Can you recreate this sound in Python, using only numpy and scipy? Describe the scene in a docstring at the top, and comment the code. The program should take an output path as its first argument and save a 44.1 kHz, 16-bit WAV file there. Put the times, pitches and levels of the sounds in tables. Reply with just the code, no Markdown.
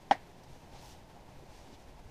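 """A knock on clay and brick

Under a tarpaulin in a wood, a tool strikes hard clay and brick once. Damped modes and crushed grit
give a dry, hollow clack with an instant rebound, scattered briefly by the shelter and the trees.
Cloth and dry litter rustle as the worker shifts, over a low, steady outdoor rush."""
import sys
import numpy as np
from scipy import signal
from scipy.fft import rfft, irfft
from scipy.io import wavfile

SR = 44100
rng = np.random.default_rng(int(sys.argv[2]) if len(sys.argv) > 2 else 0)


def put_to_file(sound):
    """Save the sound as 16-bit audio at rate SR, in the file named by the first command-line argument."""
    columns = np.atleast_2d(sound).T  # one column per channel
    safe = np.clip(columns, -1, 1)
    whole_steps = np.round(safe * 32767)
    wavfile.write(sys.argv[1], SR, whole_steps.astype(np.int16))


N = 92610

# Spectrum of the outdoor rush. 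Each row: frequency in Hz, relative density in dB.
RUSH_SPECTRUM = [(20, 4), (50, -7), (100, -7.5), (175, -6.5), (280, -8.5), (550, -10), (880, -8.5),
                 (1200, -21), (2000, -21.5), (3500, -26), (6300, -29.5), (7200, -33), (10500, -37.5),
                 (13000, -39), (15000, -42)]
# Course of the low rumble. Each row: time in seconds, level in dB.
RUMBLE_LEVELS = [(0, -79), (.55, -59.5), (1.05, -60.5), (1.6, -62), (1.85, -59), (2.07, -60)]
# Harmonics of the far drone, second to fourth. Each entry: level in dB.
DRONE_LEVELS = [-69.5, -67.5, -75.5]
# Spectrum of rubbing cloth and litter. Each row: frequency in Hz, relative density in dB.
FRICTION_SPECTRUM = [(100, -24), (300, -12), (800, 7), (1300, -3), (2200, 1), (3300, 1.5), (6000, 2.5),
                     (7500, -2.5), (10000, -5.5), (15000, -4.5)]
# The worker's movements. Each row: start, swell and fade in seconds, gain in dB, cutoff in Hz.
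RUSTLE_EVENTS = [(0, 0.012, 0.034, -67.5, 12000), (.428, 0.0093, 0.035, -65, 11000),
                 (.46, 0.066, 0.13, -65, 10800), (.70, 0.061, 0.086, -57.5, 6570),
                 (.77, 0.088, 0.097, -57.5, 13000), (.87, 0.048, 0.11, -61.5, 10000),
                 (1.44, 0.13, 0.17, -61, 9000), (1.64, 0.047, 0.11, -67, 5950),
                 (1.71, 0.032, 0.041, -60.5, 6000), (1.77, 0.035, 0.076, -65.5, 9000)]
# Modes of the brickwork. Each row: frequency in Hz, gain in dB, time to fall 60 dB in seconds.
BRICK_MODES = [(281, -26.5, 0.04), (645, -17, 0.013), (800, -7, .02), (960, -17.5, .012), (766, -28, 0.087),
               (1560, -30.5, 0.038), (1840, -29, 0.023), (1985, -27, 0.038), (2306, -30, 0.044),
               (2905, -36.5, .03), (3180, -32, 0.036), (3390, -37.5, .03), (3790, -44.5, 0.043),
               (4500, -38.5, 0.026), (5484, -38.5, .035)]
# Spectrum of crushed grit. 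Each row: frequency in Hz, relative density in dB.
GRIT_SPECTRUM = [(70, -26), (160, 8), (500, 1), (1200, 1), (2200, 3.5), (3500, -8.5), (5600, -11.5),
                 (7500, -19), (11000, -29), (15000, -34)]
# Spectrum of scatter from shelter and trunks. Each row: frequency in Hz, relative density in dB.
SCATTER_SPECTRUM = [(60, -30), (140, 2.5), (270, -9), (400, -14), (600, 3), (780, 10.5), (1000, -1),
                    (1300, -10), (2000, 1.5), (2600, -16), (3300, -14.5), (5500, -20), (8000, -32),
                    (15000, -45)]
# Spectrum of the wood's reverberation. Each row: frequency in Hz, relative density in dB.
TAIL_SPECTRUM = [(200, 2), (750, 1), (1200, -6), (2000, 0), (4000, -14), (12000, -30)]
# Soft thuds. Each row: time of the peak in seconds, level in dB, frequency in Hz.
THUD_EVENTS = [(0.175, -50, 94), (2.055, -44, 83)]
# Dry snaps. Each row: start in seconds, gain in dB, cutoff in Hz.
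SNAP_EVENTS = [(0.435, -54.5, 12000), (.92, -56, 9000), (1.738, -55, 6000)]
# Dull scuffs. Each row: time of the peak in seconds, level in dB, centre frequency in Hz.
SCUFF_EVENTS = [(.76, -57.5, 810), (0.844, -58.5, 805), (1.175, -57.5, 720), (1.44, -56.5, 377),
                (1.711, -50, 270)]

KNOCK_S = .1104


def from_db(db):
    """Amplitude grows tenfold for every 20 dB."""
    return 10 ** (np.asarray(db) / 20)


def rms_one(x):
    """Division by the rms value gives unit power."""
    return x / np.sqrt(np.mean(x ** 2) + 1e-20)


def seconds():
    """Uniform sampling sets the time of each sample."""
    return np.arange(N) / SR


def low_pass(x, hz, order=2):
    """A Butterworth filter attenuates what lies above its cutoff."""
    return signal.sosfilt(signal.butter(order, min(hz, .45 * SR), fs=SR, output="sos"), x)


def noise(spectrum):
    """Spectral weighting colours white noise; the result has unit power."""
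    hz, db = np.transpose(spectrum)
    bin_hz = np.maximum(np.arange(N // 2 + 1) * SR / N, 1)
    gain = from_db(np.interp(np.log(bin_hz), np.log(hz), db))
    return rms_one(irfft(rfft(rng.standard_normal(N)) * gain, N))


def flicker(rate_hz, depth_db):
    """Low-passed noise gives a gain for random amplitude modulation."""
    return from_db(depth_db * rms_one(low_pass(rng.standard_normal(N + SR), rate_hz)[SR:]))


def burst(start, rise, t60):
    """A linear rise multiplies an exponential decay of 60 dB in t60 seconds."""
    age = np.maximum(seconds() - start, 0)
    return np.minimum(age / rise, 1) * from_db(-60 * age / t60)


def outdoors():
    """Amplitude modulation, slight for the far rush and deeper for the rumble, makes noise waver."""
    rush = from_db(-54.5) * noise(RUSH_SPECTRUM) * flicker(rate_hz=18, depth_db=.8)
    deep_noise = rms_one(low_pass(noise([(10, -5), (25, 1), (70, -0.5)]), hz=60, order=4))
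    rumble_db = np.interp(seconds(), *np.transpose(RUMBLE_LEVELS))
    return rush + deep_noise * flicker(rate_hz=6.7, depth_db=2) * from_db(rumble_db)


def far_drone():
    """Harmonics of an absent fundamental waver in phase and amplitude, like a distant engine."""
    fundamental_hz = 43.9
    out = 0
    for k, db in enumerate(DRONE_LEVELS):
        phase_drift = np.log(flicker(rate_hz=7.6, depth_db=9.5))
        tone = np.sin(2 * np.pi * fundamental_hz * (k + 2) * seconds() + phase_drift)
        out += from_db(db) * np.sqrt(2) * rms_one(tone * flicker(rate_hz=6, depth_db=5))
    return out


def rustles():
    """Friction in cloth and dry litter radiates grainy noise that swells and fades with each move."""
    friction = noise(FRICTION_SPECTRUM) * flicker(rate_hz=300, depth_db=1)
    out = 0
    for start, swell, fade, db, cutoff_hz in RUSTLE_EVENTS:
        envelope = np.interp(seconds() - start, [0, swell, swell + fade], [0, 1, 0])
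        out += from_db(db) * envelope * low_pass(friction, cutoff_hz)
    return out


def knock():
    """An impact excites the brick's damped modes and crushes grit; a duller rebound follows."""
    rise_s, rebound_delay_s = .00066, .0056
    t = seconds()
    age = np.maximum(t - KNOCK_S, 0)
    ringing = sum((-1) ** k * from_db(db - 60 * age / t60) * np.sin(2 * np.pi * hz * age)
                  for k, (hz, db, t60) in enumerate(BRICK_MODES))
    blow = -ringing * np.minimum(age / rise_s, 1)
    delayed_blow = np.interp(t - rebound_delay_s, t, blow)
    rebound = -from_db(-2) * low_pass(delayed_blow, hz=1910, order=1)  # pushes the other way
    grit = from_db(-30) * noise(GRIT_SPECTRUM) * burst(KNOCK_S, rise=.00075, t60=.065)
    low_cut = signal.butter(2, 124, "high", fs=SR, output="sos")
    return signal.sosfilt(low_cut, blow + rebound + grit + 1e-18)


def reflections():
    """Dense echoes of the knock merge into decaying noise: brief from nearby, longer from the wood."""
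    arrival_s = KNOCK_S + .01005
    near = from_db(-28.5) * noise(SCATTER_SPECTRUM) * burst(arrival_s, rise=.0023, t60=.097)
    far = from_db(-52) * noise(TAIL_SPECTRUM) * burst(arrival_s, rise=.02, t60=.48)
    return near + far


def thuds():
    """Damped low oscillations make soft thuds, partly masked by the rumble."""
    rise_s = .012
    out = 0
    for peak_s, db, hz in THUD_EVENTS:
        envelope = burst(peak_s - rise_s, rise_s, t60=.19)
        out += from_db(db) * envelope * np.sin(2 * np.pi * hz * (seconds() - peak_s))
    return out


def snaps():
    """Noise transients with a sharp onset and rapid decay are heard as dry snaps."""
    friction = noise(FRICTION_SPECTRUM)
    return sum(from_db(db) * burst(start, rise=.0015, t60=.021) * low_pass(friction, cutoff_hz)
               for start, db, cutoff_hz in SNAP_EVENTS)


def scuffs():
    """One broad resonance colours the noise of each short, dull rub."""
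    sigma_s, log_half_width = .017, .16
    out = 0
    for peak_s, db, hz in SCUFF_EVENTS:
        edges_hz = hz * np.exp([-log_half_width, log_half_width])
        band = signal.butter(1, edges_hz, "band", fs=SR, output="sos")
        rub = rms_one(signal.sosfilt(band, signal.sosfilt(band, rng.standard_normal(N))))
        out += from_db(db) * rub * np.exp(-.5 * ((seconds() - peak_s) / sigma_s) ** 2)
    return out


def scene():
    """By superposition, the pressures of all sources add at one microphone."""
    events = knock() + reflections() + rustles() + snaps() + scuffs() + thuds()
    return (events + outdoors() + far_drone())[None]


def record(dry):
    """A steep elliptic low-pass filter removes the highest treble."""
    cutoff_hz = 15250
    return signal.sosfilt(signal.ellip(12, .1, 80, cutoff_hz, fs=SR, output="sos"), dry)


dry = scene()
out = record(dry)
put_to_file(out)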